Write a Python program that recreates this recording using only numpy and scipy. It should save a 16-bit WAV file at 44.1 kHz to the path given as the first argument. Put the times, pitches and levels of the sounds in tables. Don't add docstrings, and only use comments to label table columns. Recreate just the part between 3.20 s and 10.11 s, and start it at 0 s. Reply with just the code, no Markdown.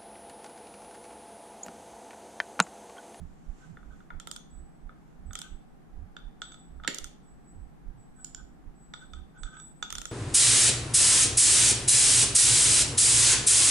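import sys
import numpy as np
from scipy import signal
from scipy.fft import rfft, irfft, next_fast_len
from scipy.io import wavfile
from scipy.ndimage import uniform_filter1d

SR = 44100
rng = np.random.default_rng(int(sys.argv[2]) if len(sys.argv) > 2 else 0)


def put_to_file(sound):
    columns = np.atleast_2d(sound).T
    safe = np.clip(columns, -1, 1)
    whole_steps = np.round(safe * 32767)
    wavfile.write(sys.argv[1], SR, whole_steps.astype(np.int16))


N = 304881
TIME = np.arange(N) / SR


def hub_ticks():
    # start_s, level_db, contact_ms, brightness_db_per_octave
    ticks = [(0.9981, -44.5, 0.16, 3), (1.0711, -42.5, 0.059, -1.5), (1.1122, -38.5, 0.13, 4.5),
             (1.1611, -43, 0.13, 2), (2.131, -48.5, 0.072, 1.5), (2.1526, -32.5, 0.21, 4.5),
             (2.188, -43, 0.12, 5), (2.215, -37, 0.21, 7), (3.7442, -41.5, 0.14, 8),
             (3.7836, -40.5, 0.13, 5.5), (3.8417, -42, .118, 4.5), (6.7026, -36, 0.22, 6),
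             (6.7245, -38, 0.071, 1), (6.7519, -36, 0.17, 5), (6.7814, -36.5, 0.16, 4.5),
             (6.815, -41.5, 0.088, 1), (6.8533, -37.5, .134, 2.5)]
    # pitch_hz, level_db, ring_s (time to fade by 60 dB)
    tones = [(468, -9, 0.002), (1359, 3.5, 0.023), (1545, -4, 0.0045), (3070, -35, 0.009),
             (3290, -4, 0.018), (3474, -3, 0.035), (3500, -24.5, 0.26), (5070, -6.5, 0.00075),
             (5860, -4.5, 0.0043), (6660, 1.5, 0.0062), (8400, -3.5, 0.015), (9840, -7.5, 0.0059),
             (12500, -7, 0.0039)]
    close = strikes(ticks, tones, chatter_s=0.0013, rise_s=0.0012,
                    alike=0.2, gain_db=20.5, spread=0.21, pan_db=-5.5)
    to_walls = strikes(ticks, tones, chatter_s=0.00045, rise_s=0.00023,
                       alike=0, gain_db=13.5, spread=0.076, pan_db=-2.5)
    return close, to_walls


def chain_taps():
    # start_s, level_db, contact_ms
    taps = [(0.5699, -41.5, 0.64), (0.629, -49.5, 0.64), (0.8033, -49, 0.6), (0.9029, -33, 0.71),
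            (1.6922, -39, 0.72), (2.107, -44, 0.42), (2.9649, -38, 0.29), (3.217, -32, 0.2),
            (3.3189, -48, 0.14), (3.3418, -47.5, 0.23), (3.5987, -40, 0.89), (3.6355, -41, 0.31),
            (3.6455, -32.5, 0.4), (5.7363, -35.5, .24), (5.9333, -41.5, 0.23), (6.2322, -40, 0.16),
            (6.3672, -45.5, 0.34), (6.3982, -49, 0.087), (6.6249, -27.5, 0.17)]
    # pitch_hz, level_db, ring_s
    tones = [(560, -20, 0.0016), (1305, -2.5, 0.023), (1409, -5, 0.03), (1396, -20.5, 0.5),
             (2420, -11, 0.005), (3517, 1.5, 0.028), (3540, -17, 0.27), (3606, -12.5, 0.17),
             (4470, -11, 0.036), (6010, -4, 0.011), (6620, -1.5, 0.017), (7330, 0, 0.065),
             (10000, -12, 0.0017), (11800, -16.5, .3)]
    brightness_db_per_octave = -2
    hits = [(*tap, brightness_db_per_octave) for tap in taps]
    return strikes(hits, tones, chatter_s=0.0019, rise_s=0.0006,
                   alike=0.57, gain_db=18, spread=0.02, pan_db=-5.5)


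def chain_drop():
    # start_s, level_db, contact_ms, brightness_db_per_octave
    drop = [(3.6757, -23.5, .09, -1.06)]
    # pitch_hz, level_db, ring_s
    tones = [(172, -13.5, 0.071), (265, -7.5, 0.043), (402, -10.5, 0.04), (572, -10, 0.016),
             (814, -16.5, 0.012), (1472, -9, 0.021), (1520, -14, 0.065), (1880, 6.5, 0.0034),
             (1883, -16, 0.1), (2590, 0, 0.0063), (3660, 1, 0.0058), (3490, -13.5, 0.45),
             (4380, -2.5, 0.029), (5740, 0, 0.0022), (7140, 1, .008), (9600, -9, 0.00344),
             (12500, -11, 0.0017)]
    close = strikes(drop, tones, chatter_s=0.0028, rise_s=0.0006,
                    alike=1, gain_db=17.5, spread=0, pan_db=-9)
    to_walls = strikes(drop, tones, chatter_s=0.00032, rise_s=0.00042,
                       alike=0, gain_db=13.5, spread=0, pan_db=-8.5)
    return close, to_walls


def link_snaps():
    # start_s, level_db, contact_ms, brightness_db_per_octave
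    snaps = [(5.0442, -40, 0.12, 2.5), (5.1459, -37, 0.18, 3.5)]
    # pitch_hz, level_db, ring_s
    tones = [(1456, -6.5, 0.025), (3130, -10.5, 0.0067), (5650, -5.5, 0.0044), (7090, 5.5, 0.0091),
             (12800, -12, 0.0015)]
    return strikes(snaps, tones, chatter_s=0.0015, rise_s=0.001,
                   alike=0.35, gain_db=20.5, spread=0.036, pan_db=-3)


def strikes(hits, tones, chatter_s, rise_s, alike, gain_db, spread, pan_db):
    # pitch_hz, left_minus_right_db
    shade = [(1400, 3), (3500, 0), (6000, 1), (8000, -14), (10000, 7), (13000, 2.5)]
    starts_s, *blows = np.transpose(hits)
    t = np.arange(SR // 3) / SR
    chatter = rng.standard_normal((len(hits), 2, len(t)))
    rise = 1 - np.exp(-np.minimum((t / rise_s) ** 4, 30))
    fade = np.exp(-np.minimum(t / chatter_s, 30))
    force = stereo(chatter[:, 0], chatter[:, 1], alike) * rise * fade
    sounds = 0
    for hz, tone_db, ring_s in tones:
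        pitches = hz * (1 + spread * np.exp(-ring_s / 0.017) * rng.uniform(-0.61, 1, len(hits)))
        decay = from_db(-60 / (ring_s * SR))
        feedback = -2 * decay * np.cos(2 * np.pi * pitches / SR)
        ring = np.array([signal.lfilter([0, 1], [1, back, decay ** 2], push)
                         for back, push in zip(feedback, octave(force, hz))])
        ring /= np.sqrt(np.sum(ring ** 2, axis=-1, keepdims=True))
        gains = from_db(blow_db(hz, *blows) + tone_db + gain_db)
        sounds = sounds + ring * gains[:, None, None] * panned(at_hz(shade, hz))
    out = np.zeros((2, N + len(t)))
    for start_s, sound in zip(starts_s, sounds):
        start = int(start_s * SR)
        out[:, start:start + len(t)] += sound
    return out[:, :N] * panned(pan_db)


def blow_db(hz, level_db, contact_ms, brightness_db_per_octave):
    pivot_hz, steepness = 3500, 3.04
    dulling_db = 10 * np.log10(1 + np.abs(hz * contact_ms / 1000) ** (2 * steepness))
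    return level_db + brightness_db_per_octave * np.log2(hz / pivot_hz) - dulling_db


def chain_rubs():
    # middle_s, level_db
    rubs = [(0.438, -56.5), (.73, -57), (2.257, -52.5), (5.0, -61.5), (5.197, -55), (5.825, -51),
            (5.98, -60), (6.176, -54), (6.27, -45), (6.345, -46), (6.385, -50.5), (6.78, -63)]
    # pitch_hz, level_db
    colour = [(700, -29), (1080, -57), (1240, 4), (1380, -8.5), (1520, 9.5), (1720, -26.5), (2700, -30),
              (3480, -14.5), (4100, -43), (7200, -24), (9000, -75)]
    half_length_s = 0.016
    loudness = swells([(middle_s, half_length_s, db) for middle_s, db in rubs])
    return loudness * noise(colour, alike=0.33) * panned(-3)


def brake_disc():
    # start_s, level_db
    grazes = [(1.295, -61.5), (2.054, -62), (2.17, -62.5), (3.205, -54.5), (4.025, -69), (4.237, -64.5),
              (4.766, -68), (4.955, -60), (5.548, -63.5), (5.734, -58), (6.175, -58), (6.358, -52.5),
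              (6.86, -55)]
    pitch_hz, upper_hz, upper_db = 7834, 12000, -29.5
    rise_s, ring_s = 0.019, 0.63
    usual_length_s, doubling_db = 0.062, 9.5
    mean_db = np.mean([db for _, db in grazes])
    loudness = 0
    for start_s, db in grazes:
        length_s = usual_length_s * 2 ** ((db - mean_db) / doubling_db)
        growth = 1 - np.exp(-np.maximum(TIME - start_s, 0) / rise_s)
        fade_db = 60 * np.maximum(TIME - start_s - length_s, 0) / ring_s
        loudness = np.maximum(loudness, growth * from_db(db - fade_db))
    tone = np.sin(2 * np.pi * pitch_hz * TIME) + from_db(upper_db) * np.sin(2 * np.pi * upper_hz * TIME)
    flutter = noise([(pitch_hz - 200, -70), (pitch_hz - 25, -12), (pitch_hz, 0),
                     (pitch_hz + 25, -12), (pitch_hz + 200, -70)], alike=0)
    return from_db(-2) * loudness * (np.sqrt(2) * tone + flutter) * panned(-2.5)


def radiated(x, dip_hz, sharpness):
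    return signal.lfilter(*signal.iirnotch(dip_hz, sharpness, fs=SR), x + 1e-18)


def room_echo(x, build_s, early_db, early_s):
    # pitch_hz, level_db
    colour = [(250, -13.5), (450, 4), (900, -2.5), (1700, -4.5), (3500, 0.5), (7000, 1.5), (14000, 2.5)]
    # pitch_hz, ring_s
    ring_times = [(250, 0.62), (1500, 0.42), (3500, 0.47), (7000, 0.32), (13000, 0.25)]
    t = np.arange(SR * 2 // 3) / SR
    echo = 0
    for hz in 220 * 2. ** np.arange(7):
        fade = from_db(at_hz(colour, hz) - 60 * t / at_hz(ring_times, hz))
        echo = echo + octave(rng.standard_normal((2, len(t))), hz) * fade
    echo *= 1 - np.exp(-(t / build_s) ** 2)
    echo *= 1 + from_db(early_db) * np.exp(-t / early_s)
    echo /= np.sqrt(np.sum(echo ** 2, axis=1, keepdims=True))
    return signal.fftconvolve(x, echo, axes=1)[:, :N]


def heartbeat():
    # time_s, first_thump_db, second_thump_db
    beats = [(0.034, 0.5, 4.5), (0.694, -3, 1.5), (1.393, -1, -3), (2.072, 3.5, 0), (2.799, 2.5, -0.5),
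             (3.572, -1, -1), (4.416, -1, 2.5), (5.213, -4, -2.5), (5.979, 0.5, 3.5), (6.785, -4.5, 4)]
    # delay_s, half_length_s, sway_db, shudder_db
    lub_dub = [(0, 0.057, -47.5, -45.5), (.268, 0.02, -39, -47)]
    # sway_hz, shudder_hz
    mount_hz = [26.24, 58]
    sways, shudders = [], []
    for beat_s, *levels in beats:
        for db, (delay_s, half_s, sway_db, shudder_db) in zip(levels, lub_dub):
            sways.append((beat_s + delay_s, half_s, db + sway_db))
            shudders.append((beat_s + delay_s, half_s * 0.75, db + shudder_db))
    thumps = swells(sways) * wobble(mount_hz[0]) + swells(shudders) * wobble(mount_hz[1])
    return thumps * panned(-15.5)


def clothing_rustle():
    # middle_s, half_length_s, level_db
    slides = [(.2, 0.48, -71), (.43, 0.067, -63.5), (.78, 0.063, -70.5), (1.9, 0.094, -76)]
    # pitch_hz, level_db
    colour = [(1000, 2.5), (2500, -4), (4800, -10.5), (7300, -2.5), (9500, -15), (14000, -42)]
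    return swells(slides) * noise(colour, alike=0.14) * panned(-2.9)


def floor_bumps():
    # middle_s, half_length_s, level_db
    bumps = [(.025, 0.014, -43), (.51, 0.024, -47.5), (4.78, 0.029, -54.5)]
    return swells(bumps) * wobble(hz=139.1) * panned(-20)


def ventilation():
    # pitch_hz, level_db
    rush_colour = [(20, -0.5), (50, 0), (75, -17), (105, -15), (155, -1.5), (270, -8), (420, -17),
                   (600, -23.5), (1100, -24), (1600, -27), (2600, -37.5), (4500, -43.5), (8500, -45.5),
                   (14000, -50.5), (15300, -80.5)]
    # pitch_hz, level_db
    hum_colour = [(520, -16.5), (680, -1), (760, 5), (860, -1), (1100, -49)]
    rush = from_db(-52.5) * noise(rush_colour, alike=0.031) * panned(-0.4)
    return rush + from_db(-68) * noise(hum_colour, alike=0.024)


def from_db(db):
    return 10 ** (np.asarray(db) / 20)


def rms_one(x):
    return x / np.sqrt(np.mean(x ** 2) + 1e-20)


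def at_hz(points, hz):
    points = np.array(points)
    return np.interp(np.log(np.maximum(hz, 1)), np.log(points[:, 0]), points[:, 1])


def panned(pan_db):
    gains = from_db(np.array([[pan_db / 2], [-pan_db / 2]]))
    return gains / gains.mean()


def octave(x, hz):
    edges = [hz / np.sqrt(2), min(hz * np.sqrt(2), .47 * SR)]
    return signal.sosfilt(signal.butter(2, edges, "band", fs=SR, output="sos"), x + 1e-18)


def stereo(mid, side, alike):
    mid, side = np.sqrt(1 + alike) * mid, np.sqrt(1 - alike) * side
    return np.stack([mid + side, mid - side], axis=-2)


def noise(colour, alike):
    white = stereo(*rng.standard_normal((2, N)), alike)
    size = next_fast_len(N)
    gains = from_db(at_hz(colour, np.fft.rfftfreq(size, 1 / SR)))
    return rms_one(irfft(rfft(white, size) * gains, size)[:, :N])


def swells(rows):
    return np.sqrt(sum(from_db(db) ** 2 * np.exp(-np.minimum(((TIME - middle_s) / half_s) ** 2, 100))
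                       for middle_s, half_s, db in rows))


def wobble(hz):
    wander = rms_one(uniform_filter1d(rng.standard_normal(N), size=SR // 40))
    return np.sqrt(2) * np.sin(2 * np.pi * np.cumsum(hz * (1 + 0.29 * wander)) / SR)


def scene():
    ticks, ticks_to_walls = hub_ticks()
    taps = chain_taps()
    drop, drop_to_walls = chain_drop()
    snaps = link_snaps()
    rubs = chain_rubs()
    to_walls = ticks_to_walls + drop_to_walls
    to_walls += from_db(-5) * taps + from_db(-8.5) * rubs + from_db(-6) * snaps
    echo = room_echo(to_walls, build_s=0.009, early_db=6, early_s=0.0067) * panned(5.8)
    bike = radiated(ticks + taps + drop + snaps + rubs + echo, dip_hz=1075, sharpness=4)
    return bike + brake_disc() + floor_bumps() + heartbeat() + clothing_rustle() + ventilation()


def record(dry):
    soften_hz, cutoff_hz = 14800, 16300
    softened = signal.sosfilt(signal.butter(4, soften_hz, fs=SR, output="sos"), dry)
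    return signal.sosfilt(signal.ellip(10, .1, 80, cutoff_hz, fs=SR, output="sos"), softened)


dry = scene()
out = record(dry)
put_to_file(out)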